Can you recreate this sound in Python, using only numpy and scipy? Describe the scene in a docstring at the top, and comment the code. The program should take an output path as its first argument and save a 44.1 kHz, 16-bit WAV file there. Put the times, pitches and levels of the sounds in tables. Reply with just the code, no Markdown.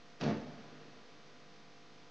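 """A yard of hard walls and parked cars: a car door is slammed a few metres away.
The latch clicks twice (noise bursts in steel modes), the door thuds and shudders (knocks on panel modes).
Cabin air swells (low sines), trim rattles (grains and noise), the yard answers with a long tail (noise echoes).
Below: a steady 50 Hz buzz with many overtones (one repeated period), faint coloured-noise hiss,
and faint ticks on the right (short grit bursts)."""
import sys
import numpy as np
from scipy import signal
from scipy.fft import rfft, irfft
from scipy.io import wavfile

SR = 44100
rng = np.random.default_rng(int(sys.argv[2]) if len(sys.argv) > 2 else 0)


def pcm_store(signal):
    """Save signal as 16-bit PCM."""
    levels = np.round(np.clip(np.atleast_2d(signal), -1, 1) * 32767)
    wavfile.write(sys.argv[1], SR, levels.astype(np.int16).T)


def gain_from_db(level_db):
    """Convert decibel levels to linear amplitude factors (20 dB per decade)."""
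    decades = np.asarray(level_db, float) / 20
    return 10 ** decades


N = 92610   # samples


def at_hz(rows, hz, col=1):
    """Read a column of a table on a log-frequency axis."""
    rows = np.array(rows, float)
    return np.interp(np.log(np.maximum(hz, 1)), np.log(rows[:, 0]), rows[:, col])


def rms_one(x):
    """Scale to rms 1."""
    return x / np.sqrt(np.mean(x ** 2) + 1e-20)


def colour(x, spectrum):
    """Weight a steady noise by the spectrum of a table; rms 1."""
    gain = gain_from_db(at_hz(spectrum, np.fft.rfftfreq(N, 1 / SR)))
    return rms_one(irfft(rfft(x) * gain, N))


def struck(events, modes, spread_db, chatter_s=None):
    """Each blow excites every decaying mode with its own strength; a chattering blow is a noise burst."""
    s, db = np.transpose(events)
    strength = rng.standard_normal((len(s), len(modes)))
    out, noise = np.zeros(N), rng.standard_normal(N)
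    for k, (hz, mode_db, t60_s) in enumerate(modes):
        drive = np.full(N, 1e-18)
        drive[(s * SR).astype(int)] = -gain_from_db(db + mode_db + spread_db * strength[:, k])
        if chatter_s:
            fade = np.exp(-1 / (chatter_s * SR))
            drive = noise * signal.lfilter([np.sqrt(1 - fade ** 2)], [1, -fade], drive)
        # two-pole resonator
        r = gain_from_db(-60 / (t60_s * SR))
        w = 2 * np.pi * hz / SR
        out += signal.lfilter([0, np.sin(w)], [1, -2 * r * np.cos(w), r * r], drive)
    return out


# Door knocks on seal and frame. Each row: start in seconds, drive level in dB.
KNOCKS = [(.2125, -33.5), (.2195, -30.5), (.2255, -32.5), (.2345, -28.5), (.2365, -25), (.2415, -32),
          (.2448, -28.5), (.2512, -24.5), (.2643, -22.5), (.2775, -25.5), (.2848, -24.5), (.2918, -28.5),
          (.3008, -24.5), (.3110, -26.5), (.3290, -30.5), (.592, -45)]
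# Door panel and cabin modes. Each row: frequency in Hz, relative level in dB, t60 in seconds.
DOOR_MODES = [(130, -26, 0.02), (158, -12.5, 0.14), (184.4, -13.5, 0.08), (225, -13.5, 0.095),
              (241.5, -10.5, 0.12), (277, -19, 0.059), (299, -13.5, 0.027), (353.5, -18.5, 0.065),
              (400, -18, 0.052), (449, -21, 0.031), (466, -23, 0.05), (555, -17, 0.035),
              (601, -18.5, 0.039), (645, -20, 0.038), (681, -28.5, 0.056), (730, -38, 0.068),
              (870, -37, 0.045), (1105, -25, 0.042)]
SEAL_SOFT_HZ, PANEL_LOW_HZ = 1220, 113


def door():
    """Knocks ring the panel modes; rubber seals round them off and the panel radiates little bass."""
    knocks = struck(KNOCKS, DOOR_MODES, spread_db=3.0)
    soft = signal.lfilter(*signal.butter(1, SEAL_SOFT_HZ, fs=SR), knocks)
    return signal.sosfilt(signal.butter(2, PANEL_LOW_HZ, "high", fs=SR, output="sos"), soft)


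# Cabin air swells as the seals close.
# Each row: frequency in Hz, peak level in dB before the bass cut, peak time in seconds, rise in seconds.
CABIN_SWELLS = [(46.4, -41.5, 0.26, 0.033), (81.1, -45, 0.29, 0.046)]


def cabin():
    """Squeezed cabin air: low sines rise over the shudder and sink again."""
    t = np.arange(N) / SR
    out = np.zeros(N)
    for hz, db, peak_s, rise_s in CABIN_SWELLS:
        u = np.maximum((t - peak_s) / rise_s + 2, 0) / 2   # 1 at the peak
        swell = (u * np.exp(1 - u)) ** 2
        out += gain_from_db(db) * swell * np.sin(2 * np.pi * (hz * t + rng.random()))
    return out


# Latch contacts. Each row: start in seconds, drive level in dB.
LATCH_CONTACTS = [(.2100, -41), (.2110, -34.5), (.2165, -39), (.2358, -35.5), (.2385, -40), (.2560, -50.5)]
# Latch steel modes. Each row: frequency in Hz, relative level in dB, t60 in seconds.
STEEL_MODES = [(1306, -19, 0.0017), (1870, -16, 0.0019), (2720, -8.5, 0.0069), (3090, -0.5, 0.0025),
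               (3970, -8.5, 0.0045), (4580, -9, .005), (5400, -12.5, 0.0032), (5740, -14, 0.0025)]
LATCH_CHATTER_S = 0.0028


def latch():
    """Each steel contact chatters for a few milliseconds and rings the latch modes."""
    return struck(LATCH_CONTACTS, STEEL_MODES, spread_db=4.5, chatter_s=LATCH_CHATTER_S)


# Trim and glass rattle over time. Each row: time in seconds, level in dB.
RATTLE_LEVEL = [(0.18, -86), (0.201, -54.5), (0.207, -49), (0.215, -43), (0.239, -43), (0.3, -45),
                (0.341, -52.5), (0.4, -62.5), (0.45, -61)]
# Rattle spectrum. Each row: frequency in Hz, relative level in dB per Hz.
RATTLE_SPECTRUM = [(100, -42), (250, 12.5), (650, 7), (1150, -1), (1780, 0), (2500, -6), (4170, -6),
                   (6040, -11.5), (8000, -21)]
RATTLES_PER_S, RATTLE_NOISE_SHARE = 6600, 0.78
RATTLE_FALL_DB_PER_S = 71   # after the last row


def rattle():
    """Dense small contacts of trim and glass plus escaping air, while the door shudders."""
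    hits = rng.random(N) < RATTLES_PER_S / SR
    grains = hits * gain_from_db(0.5 * rng.exponential(1, N)) * rng.choice([-1, 1], N)
    air = rng.standard_normal(N)
    mix = (1 - RATTLE_NOISE_SHARE) * rms_one(grains) + RATTLE_NOISE_SHARE * air
    s, db = np.transpose(RATTLE_LEVEL)
    t = np.arange(N) / SR
    level_db = np.interp(t, s, db) - RATTLE_FALL_DB_PER_S * np.maximum(t - s[-1], 0)
    return colour(mix, RATTLE_SPECTRUM) * gain_from_db(level_db) * (t > s[0])


# Yard reverberation. Each row: frequency in Hz, near walls level in dB, near t60 in seconds,
# far walls level in dB, far t60 in seconds.
YARD_DECAYS = [(61, -8, 0.38, -7.5, 1.2), (151, -6.5, 0.69, -12.5, 2.4), (228, -8, 0.22, -13.5, 2.4),
               (320, 0, 0.52, -10, 3.2), (816.5, -7, 0.49, -6, 1.66), (1900, 3, 0.41, -5.5, 5.6),
               (6080, -6.5, 0.13, -9.5, 5.1)]
YARD_BUILD_S, NEAR_SIDE_DB, FAR_SIDE_DB = 0.011, -24, -20.5   # side re mid


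def yard(x):
    """Diffuse echoes in half-octave bands: a quick decay from near walls, a slow one from far walls."""
    t = np.arange(N) / SR
    edges_hz = 30 * 2 ** np.arange(0, 8.6, .5)
    white = rng.standard_normal((2, 2, N))   # sets alternate between bands
    reply = np.zeros((2, N))
    for k, (low, high) in enumerate(zip(edges_hz, edges_hz[1:])):
        band = signal.sosfilt(signal.butter(2, [low, high], "band", fs=SR, output="sos"), white[k % 2])
        centre_hz = np.sqrt(low * high)
        near_db, near_s, far_db, far_s = (at_hz(YARD_DECAYS, centre_hz, col=c) for c in range(1, 5))
        near = gain_from_db(near_db - 60 * t / near_s) / np.sqrt(near_s * SR / 14)
        far = gain_from_db(far_db - 60 * t / far_s) / np.sqrt(far_s * SR / 14)
        mid_power = near ** 2 + far ** 2
        side_power = (near * gain_from_db(NEAR_SIDE_DB)) ** 2 + (far * gain_from_db(FAR_SIDE_DB)) ** 2
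        reply += band * np.sqrt([mid_power, side_power])
    reply *= 1 - np.exp(-t / YARD_BUILD_S)
    mid, side = signal.fftconvolve(reply, x[None], axes=1)[:, :N]
    return np.array([mid + side, mid - side])


# Buzz overtones 1, 2, 3 .. of BUZZ_HZ. Each entry: rms in dB before the treble cut.
BUZZ_OVERTONES = [-90, -82, -72, -85, -75, -75, -78, -80, -72, -72, -82, -79, -85, -71, -82, -78, -94, -85,
                  -91, -77, -82, -91, -80, -78, -81, -87, -86, -79, -93, -81, -83, -84, -87, -95, -89, -83,
                  -86, -80, -90, -87, -82, -87, -85, -86, -86, -85, -92, -87, -85, -85, -87, -95, -94, -85,
                  -95, -100, -100, -94, -97, -82, -89, -88, -97, -86, -88, -86, -86, -87, -88, -92, -97,
                  -87, -82, -84, -88, -91, -97, -91, -89, -89, -92, -95, -82, -90, -99, -100, -97, -84, -87,
                  -90, -96, -93, -86, -96, -95, -85, -87, -84, -94, -91, -86, -97, -93, -92, -93, -94, -98,
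                  -98, -94, -92, -92, -93, -91, -87, -98, -94, -99, -87, -100, -100]
BUZZ_HZ = 50
# 75 uneven overtones beyond the list
BUZZ_TOP_DB, BUZZ_RISE_DB_PER_KHZ, BUZZ_SPREAD_DB = -93.5, 1, 2.4


def buzz():
    """Electrical buzz: one 20 ms period of overtones with chance phases, repeated unchanged."""
    extra = np.arange(1, 76)
    upper_db = BUZZ_TOP_DB + BUZZ_RISE_DB_PER_KHZ * extra * BUZZ_HZ / 1000
    upper_db = upper_db + BUZZ_SPREAD_DB * rng.standard_normal(len(extra))
    db = np.concatenate([BUZZ_OVERTONES, upper_db])
    period = SR // BUZZ_HZ
    cycles = np.outer(np.arange(1, len(db) + 1), np.arange(period)) / period
    phase = 2 * np.pi * (cycles + rng.random((len(db), 1)))
    return np.resize(np.sqrt(2) * gain_from_db(db) @ np.sin(phase), N)


# Lone faint ticks. Each row: start in seconds, level in dB.
LONE_TICKS = [(0.37, -52), (0.412, -56), (0.445, -59), (0.535, -57)]
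# Runs of ticks in step with the buzz. Each row: middle in seconds, half length in seconds.
BUZZ_TICK_RUNS = [(.1, 0.049), (0.807, .02), (1.075, 0.055), (1.296, 0.023), (1.394, 0.022), (1.547, 0.068),
                  (1.756, .05), (1.967, 0.043)]
RUN_DB, RUN_SPREAD_DB = -61, 2.5
TICK_BAND_HZ, TICK_DECAY_S, TICK_LEFT_DB = (400, 4000), 0.0045, -36   # left re right


def ticks():
    """Faint short crackles: decaying bursts of band noise, mostly in the right channel."""
    beats_s = np.arange(N * BUZZ_HZ // SR) / BUZZ_HZ
    inside = sum(np.exp(-((beats_s - s) / half) ** 4) for s, half in BUZZ_TICK_RUNS)
    clicks = np.zeros(N)
    run_level = gain_from_db(RUN_DB + RUN_SPREAD_DB * rng.standard_normal(len(beats_s)))
    clicks[(beats_s * SR).astype(int)] = inside * run_level
    s, db = np.transpose(LONE_TICKS)
    clicks[(s * SR).astype(int)] = gain_from_db(db)
    envelope = signal.lfilter([1], [1, -np.exp(-1 / (TICK_DECAY_S * SR))], clicks)
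    band = signal.butter(1, TICK_BAND_HZ, "band", fs=SR, output="sos")
    grit = rms_one(signal.sosfilt(band, rng.standard_normal(N)))
    return envelope * grit * gain_from_db(np.array([[TICK_LEFT_DB], [0]]))


# Hiss spectrum. Each row: frequency in Hz, relative level in dB per Hz.
HISS_SPECTRUM = [(24, -41), (40, -18), (110, -2.5), (200, 7), (350, 0), (640, -5.5), (950, -4.5),
                 (2700, -8.5), (5770, -12.5), (7340, -24), (9540, -10.5)]
HISS_DB, HISS_SIDE_DB = -60.5, -14   # mid rms before the recorder's cuts, side re mid


def hiss():
    """Faint steady air and electronics noise, nearly alike on both sides."""
    mid = colour(rng.standard_normal(N), HISS_SPECTRUM)
    side = colour(rng.standard_normal(N), HISS_SPECTRUM)
    return gain_from_db(HISS_DB) * (mid + gain_from_db(HISS_SIDE_DB) * side * [[1], [-1]])


STEEL_PAN_DB = -1.3   # latch and trim, left re right


def scene():
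    """Door in the middle, yard around it, ticks and hiss below."""
    steel = latch() + rattle()
    body = door() + cabin()
    panned = steel * gain_from_db(STEEL_PAN_DB * np.array([[.5], [-.5]]))
    return panned + body + yard(steel + body) + ticks() + hiss()


def low_pass(x):
    """Removes everything above the highest recorded frequency."""
    return signal.sosfilt(signal.butter(12, 9700, fs=SR, output="sos"), x)


def record(dry):
    """A narrow-band recorder: bass cut, own buzz, steep treble cut, small steady offset."""
    bass_cut_hz, treble_cut_hz, offset = 137.5, 6450, .0013
    thin = signal.sosfilt(signal.butter(2, bass_cut_hz, "high", fs=SR, output="sos"), dry)
    dull = signal.sosfilt(signal.butter(8, treble_cut_hz, fs=SR, output="sos"), thin + buzz())
    return low_pass(dull + offset)


dry = scene()
out = record(dry)
pcm_store(out)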